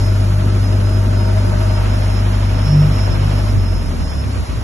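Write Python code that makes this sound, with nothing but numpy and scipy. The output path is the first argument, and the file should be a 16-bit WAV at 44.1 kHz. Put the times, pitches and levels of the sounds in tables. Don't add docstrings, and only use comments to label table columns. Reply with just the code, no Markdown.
import sys
import numpy as np
from scipy import signal
from scipy.fft import rfft, irfft
from scipy.io import wavfile
from scipy.ndimage import uniform_filter1d

SR = 44100
rng = np.random.default_rng(int(sys.argv[2]) if len(sys.argv) > 2 else 0)


def generate_wav(signal):
    frames = np.transpose(np.atleast_2d(signal))
    scaled = np.clip(frames, -1, 1) * 32767
    pcm = np.round(scaled).astype(np.int16)
    wavfile.write(sys.argv[1], SR, pcm)


def field_ratio(decibels):
    return 10 ** (np.asarray(decibels, dtype=float) / 20)


N = 204303
TIME = np.arange(N) / SR
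HZ = np.maximum(np.arange(N // 2 + 1) * SR / N, 1)
CUT_S = 3.46
GOVERNED_HZ = 49.4


def along(table, column):
    rows = np.array(table)
    return np.interp(np.log(HZ), np.log(rows[:, 0]), rows[:, column])


def unit(x):
    return x / np.sqrt(np.mean(x ** 2))


def walk(rate):
    hold = int(SR / rate)
    x = np.repeat(rng.standard_normal(N // hold + 1), hold)
    x = uniform_filter1d(uniform_filter1d(x, hold), hold)[:N]
    return x / x.std()


def bumps(table):
    return sum(db * np.exp(-((TIME - s) / half_width) ** 2) for s, db, half_width in table)


def switch(at_s, rise_s):
    return .5 + .5 * np.tanh((TIME - at_s) / rise_s)


def pair(gain, alike, turns=0, gate=1):
    shared, separate = rfft(gate * rng.standard_normal((2, N)))
    alike = np.clip(alike, -1, 1)
    right = alike * shared * np.exp(-1j * np.pi * turns) + np.sqrt(1 - alike ** 2) * separate
    return unit(irfft(gain * np.array([shared, right]), N))


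def pan(x, db):
    return x * field_ratio(np.array([[db / 2], [-db / 2]]))


# frequency in Hz, level in dB per Hz.
WIND_COLOUR = [(12, -54.5), (28, -6.5), (55, 3), (120, 3.5), (260, -12.5), (500, -27), (900, -51)]
# time in seconds, level in dB over the breeze, half width in seconds.
GUST_TIMES = [(.75, 8, .25), (1.5, 18, 0.069), (1.82, 12.5, 0.065), (2.0, 13, 0.18), (2.55, 13, 0.12),
              (2.95, 8.5, .1), (3.23, 7.5, 0.1), (3.57, 8, 0.032), (3.72, 3.5, 0.026), (3.82, 2, 0.036),
              (4.04, 1.5, 0.035), (4.27, 4, .03), (4.52, 6.5, 0.051)]
# time in seconds, level change in dB, half width in seconds.
BACKGROUND_LULLS = [
    (4.46, -8, .022),
]


def wind():
    puffs = field_ratio(np.array([3.5 * walk(30), 3.5 * walk(30)]))
    breeze_db = -43 + 16 * switch(at_s=3.03, rise_s=0.24)
    gust_db = breeze_db + bumps(GUST_TIMES) + bumps(BACKGROUND_LULLS)
    return pair(field_ratio(along(WIND_COLOUR, 1)), 0, gate=puffs) * field_ratio(gust_db + np.array([[-1.5], [4.5]]))


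# time in seconds, whine in Hz.
WHINE_PITCH = [(0, 5215), (.45, 5182), (.78, 5112), (.95, 5100), (1.2, 5110), (1.35, 5092), (1.47, 4975),
               (1.78, 5180), (2.1, 5270), (2.35, 5250), (2.55, 5298), (2.72, 5365), (2.86, 5360),
               (3.25, 5270), (3.45, 5247), (3.9, 5267), (4.22, 5260), (4.63, 5215)]
# start in seconds, length in seconds, level in dB.
ECHO_SWELLS = [(-.03, 0.23, -45.5), (.34, 0.049, -62), (0.508, 0.048, -53), (.64, 0.028, -48),
               (0.743, 0.02, -48.5), (0.85, 0.13, -46.5), (1.165, 0.16, -43), (1.396, .02, -49),
               (1.464, .02, -51), (1.59, 0.034, -48), (1.693, 0.12, -44), (1.905, 0.047, -42.5),
               (2.03, 0.17, -42), (2.35, .03, -50), (2.43, 0.045, -43.5), (2.503, 0.071, -46),
               (2.606, 0.27, -36), (2.938, 0.11, -37), (3.107, 0.047, -38.5), (3.209, 0.041, -43),
               (3.294, 0.13, -44), (3.47, 0.027, -50), (3.592, 0.27, -41), (4.008, .24, -40.5),
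               (4.3, 0.043, -48.5), (4.47, 0.054, -51)]


def whine():
    pitch = np.interp(TIME, *np.transpose(WHINE_PITCH)) + 2.5 * walk(30)
    phase = 2 * np.pi * np.cumsum(pitch) / SR
    edge_s, arch = 0.027, 2.26
    size = field_ratio(-55.5)
    for start_s, length_s, db in ECHO_SWELLS:
        across = (TIME - start_s - length_s / 2) / (length_s / 2 + edge_s)
        size = size + field_ratio(db) * np.clip(1 - across ** 2, 0, 1) ** (1 / arch)
    pan_db = -3.5 + 0.5 * TIME
    flutter = field_ratio(1.5 * np.array([walk(28), walk(28)]) + 2.2 * walk(45))
    tones = np.array([np.sin(phase), np.sin(phase + 1.15 + .3 * walk(4.9))])
    return np.sqrt(2) * size * flutter * field_ratio(np.array([pan_db, -pan_db]) / 2) * tones


def layer_db(law, step, speed):
    steady_db, step_db, cut_db, halving_db = law
    return steady_db + step_db * step + cut_db * switch(at_s=3.51, rise_s=0.12) - halving_db * np.log2(speed)


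# frequency in Hz, level in dB per Hz.
HISS_COLOUR = [(1500, -12), (3000, -14.5), (4500, 3.5), (6000, -3), (7500, -3), (9000, -1.9), (10500, -1),
               (11300, -3.5), (11750, -10.5), (11900, -43)]
# frequency in Hz, half turns the right port lags, likeness of the ports 0 to 1.
HISS_DELAY = [(3000, -.5, .3), (4000, .5, .5), (4550, .95, .8), (5050, 1.08, .87), (5400, 1.7, .95),
              (6150, 2, .99), (7250, 2.5, .99), (8000, 2.85, .99), (8950, 3, .99), (10000, 3.15, .99),
              (10750, 3.5, .99), (11700, 4, .99)]
# steady level in dB, dB gained by the sideways step, dB added at the cut, dB gained per halving of
HISS_LEVEL = (-46, 0.17, -1.5, -0.5)


def louvres(step, speed):
    hiss = pair(field_ratio(along(HISS_COLOUR, 1)), along(HISS_DELAY, 2), along(HISS_DELAY, 1))
    return hiss * field_ratio(layer_db(HISS_LEVEL, step, speed) + 8 + 0.69 * walk(10))


# frequency in Hz, likeness (-1 to 1).
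PORT_LIKENESS = [(50, 0.81), (250, 0.98), (380, 0.48), (550, -.1), (1400, 0.06), (1800, 0.32), (2300, 0.16),
                 (4000, -.1)]
# frequency in Hz, level in dB per Hz.
RUMBLE_COLOUR = [(15, -34.5), (30, 15.5), (45, -7), (70, -1.5), (130, -4), (240, -1), (320, -8.5),
                 (450, -11.5), (700, -50.5)]
CLATTER_COLOUR = [(300, -39), (500, 1), (780, -1.5), (915, -3), (1080, -2.5), (1330, -4.5), (1800, -8.5),
                  (3000, -10), (4500, -20), (6000, -36)]
# frequency in Hz, width in Hz, level in dB.
PANEL_RINGS = [(353.7, 18, -1), (502, 25, -9.5), (605, 13.7, -0.5), (636.3, 18, 0.3), (923, 23, -6.5),
               (1324, 63, -12), (1486, 102, -16)]
# steady level in dB, dB gained by the sideways step, dB added at the cut, dB gained per halving of
RUMBLE_LEVEL = (-23, -1, -1, -2.5)
PANEL_LEVEL = (-31, -2, 0.5, -10)
CLATTER_LEVEL = (-36.5, 2.5, -4.5, 1)
# time in seconds, level in dB, half width in seconds.
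RUMBLE_SWELLS = [
    (0.457, 9, 0.033),
    (1.77, -3.5, 0.1),
    (1.6, -2.5, .08),
    (.36, -6.5, 0.11),
    (0.088, -1.5, 0.073),
]
PANEL_SWELLS = [
    (1.55, 5.5, 0.57),
    (2.88, 4, 0.19),
    (3.55, 0.5, 0.049),
]
CLATTER_SWELLS = [
    (3.22, 1.5, 0.25),
    (1.83, 1.5, 0.09),
]


def casing(phase, step, speed):
    rumble_db = layer_db(RUMBLE_LEVEL, step, speed) + bumps(RUMBLE_SWELLS) + bumps(BACKGROUND_LULLS)
    panel_db = layer_db(PANEL_LEVEL, step, speed) + bumps(PANEL_SWELLS)
    clatter_db = layer_db(CLATTER_LEVEL, step, speed) + bumps(CLATTER_SWELLS)
    beat = 1 + .06 * np.cos(phase) + .12 * np.cos(phase / 4) + .07 * np.cos(phase / 2)
    alike = along(PORT_LIKENESS, 1)
    rings = sum(field_ratio(db) / np.abs(1 + 2j * (HZ - f) / width) ** 1.34 for f, width, db in PANEL_RINGS)
    rumble = pair(field_ratio(along(RUMBLE_COLOUR, 1)), alike) * field_ratio(rumble_db)
    panels = pair(rings, alike, gate=beat) * field_ratio(panel_db - 1 + 0.17 * walk(8))
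    clatter = pair(field_ratio(along(CLATTER_COLOUR, 1)), alike, gate=beat)
    clatter = clatter * field_ratio(clatter_db + 4.5 + 0.12 * walk(8.9))
    return pan(rumble, 1.5) + pan(panels, 3) + pan(clatter, -1.8)


def firing_rate():
    after = np.maximum(TIME - CUT_S, 0)
    fall_hz_per_s = 29 * (1 - np.exp(-after / .12)) * np.exp(-.42 * after)
    surge_hz = 1.3 * np.exp(-((TIME - CUT_S) / 0.085) ** 2)
    return GOVERNED_HZ - np.cumsum(fall_hz_per_s) / SR + surge_hz


# frequency in Hz, gain in dB.
SILENCER_GAIN = [(29, -52), (37, -22), (47, -18), (64, -15), (79, -19), (97, -13), (118, -29.5),
                 (150, -33.5), (200, -35.5)]
FUELLED_DB = [-1.7, -0.12, -0.71, -0.5]
SIDESTEP_DB = [1.5, -2]


def order_levels(hz, step):
    f, gain_db = np.transpose(SILENCER_GAIN)
    unfuelled_db = [3.5, -5, -7.5, -8]
    dry = 1 - np.exp(-np.maximum(TIME - CUT_S, 0) / 0.45)
    levels = []
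    for k in range(4):
        passed_db = np.interp(np.log((k + 1) * hz), np.log(f), gain_db)
        levels.append(passed_db + FUELLED_DB[k] + unfuelled_db[k] * dry)
    levels[0] = levels[0] + SIDESTEP_DB[0] * step
    levels[1] = levels[1] + SIDESTEP_DB[1] * step
    return levels


# multiple of firing rate, level in dB, left minus right in dB.
WEAK_ORDERS = [(.75, -38, 0), (1.25, -31, .4), (2.25, -35, 1), (2.5, -36, 1), (3.5, -40, 1), (3.75, -38, 1),
               (5, -38, 1), (7, -43, 3)]
# time in seconds, level change in dB, half width in seconds.
EXHAUST_DIPS = [
    (3.85, -6, 0.012),
    (3.97, -4, 0.03),
    (4.465, -15, 0.018),
]


def exhaust(phase, hz, step):
    first_db, second_db, third_db, fourth_db = order_levels(hz, step)
    speed = hz / hz.max()
    out = pan(field_ratio(first_db + 1.8 + 0.24 * walk(20)) * np.cos(phase), .3)
    out += pan(field_ratio(second_db + 1.28 + 0.52 * walk(41)) * np.cos(2 * phase), 1.8)
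    third = field_ratio(third_db - 0.7 + 9.5 * speed ** 6 * walk(6.4)) * np.cos(3 * phase + 0.19 * walk(7.7))
    fourth = field_ratio(fourth_db - 1.5 + 3.4 * walk(1.2)) * np.cos(4 * phase + 1.2 * walk(8.2))
    out += pan(third + fourth, 1.1)
    for order, db, pan_db in WEAK_ORDERS:
        wobble = rng.uniform(0, 2 * np.pi) + 1.43 * walk(7)
        out += pan(field_ratio(db + 1.8 * walk(7.6)) * speed ** 2.3 * np.cos(order * phase + wobble), pan_db)
    return np.sqrt(2) * out * field_ratio(bumps(EXHAUST_DIPS))


def scene():
    hz = firing_rate()
    phase = 2 * np.pi * np.cumsum(hz) / SR
    speed = hz / GOVERNED_HZ
    step = np.clip((TIME - 0.96) / (2.15 - 0.96), 0, 1)
    background = wind() + whine()
    engine = louvres(step, speed) + casing(phase, step, speed) + exhaust(phase, hz, step)
    return background + engine


# frequency in Hz, level in dB.
SILENCE_BELOW = [(40, -19), (100, -27), (150, -17), (600, -12), (2500, -5), (3500, -4.5), (5000, -6),
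                 (11500, -1.5)]


def starve(x):
    frame, top_hz = 2048, 11700
    pad = frame - 688
    mid_side = np.pad(np.array([x[0] + x[1], x[0] - x[1]]), ((0, 0), (pad, 0))) / 2
    hz, _, z = signal.stft(mid_side, SR, "cosine", frame)
    edges = np.r_[0:40:4, 40:96:8, 96:144:12, 144, 160, 176, 196, 216, 240, 264, 292, 320:len(hz):32]
    width = np.diff(np.r_[edges, len(hz)])
    power = np.abs(z) ** 2
    log_power = np.log(power.sum(axis=0) + 1e-18)
    typical = np.exp(np.add.reduceat(log_power, edges, axis=0) / width[:, None])
    band = np.repeat(typical * field_ratio(4.5 * rng.standard_normal(typical.shape)), width, axis=0)
    rows = np.array(SILENCE_BELOW)
    limit = field_ratio(2 * np.interp(np.log(hz + 20), np.log(rows[:, 0]), rows[:, 1]))
    smooth_power = uniform_filter1d(power, size=5, axis=1)
    keep = (smooth_power > limit[:, None] * band) & (hz < top_hz)[:, None]
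    mid, side = signal.istft(z * keep, SR, "cosine", frame)[1][:, pad:pad + N]
    return np.array([mid + side, mid - side])


def top_cut(x):
    return signal.sosfilt(signal.butter(12, 12990, fs=SR, output="sos"), x)


def record(dry):
    low_cut = signal.butter(3, 38, "high", fs=SR, output="sos")
    cut = signal.sosfiltfilt(low_cut, dry)
    rounded = np.tanh(0.82 * cut) / 0.82
    return top_cut(starve(rounded))


dry = scene()
out = record(dry)
generate_wav(out)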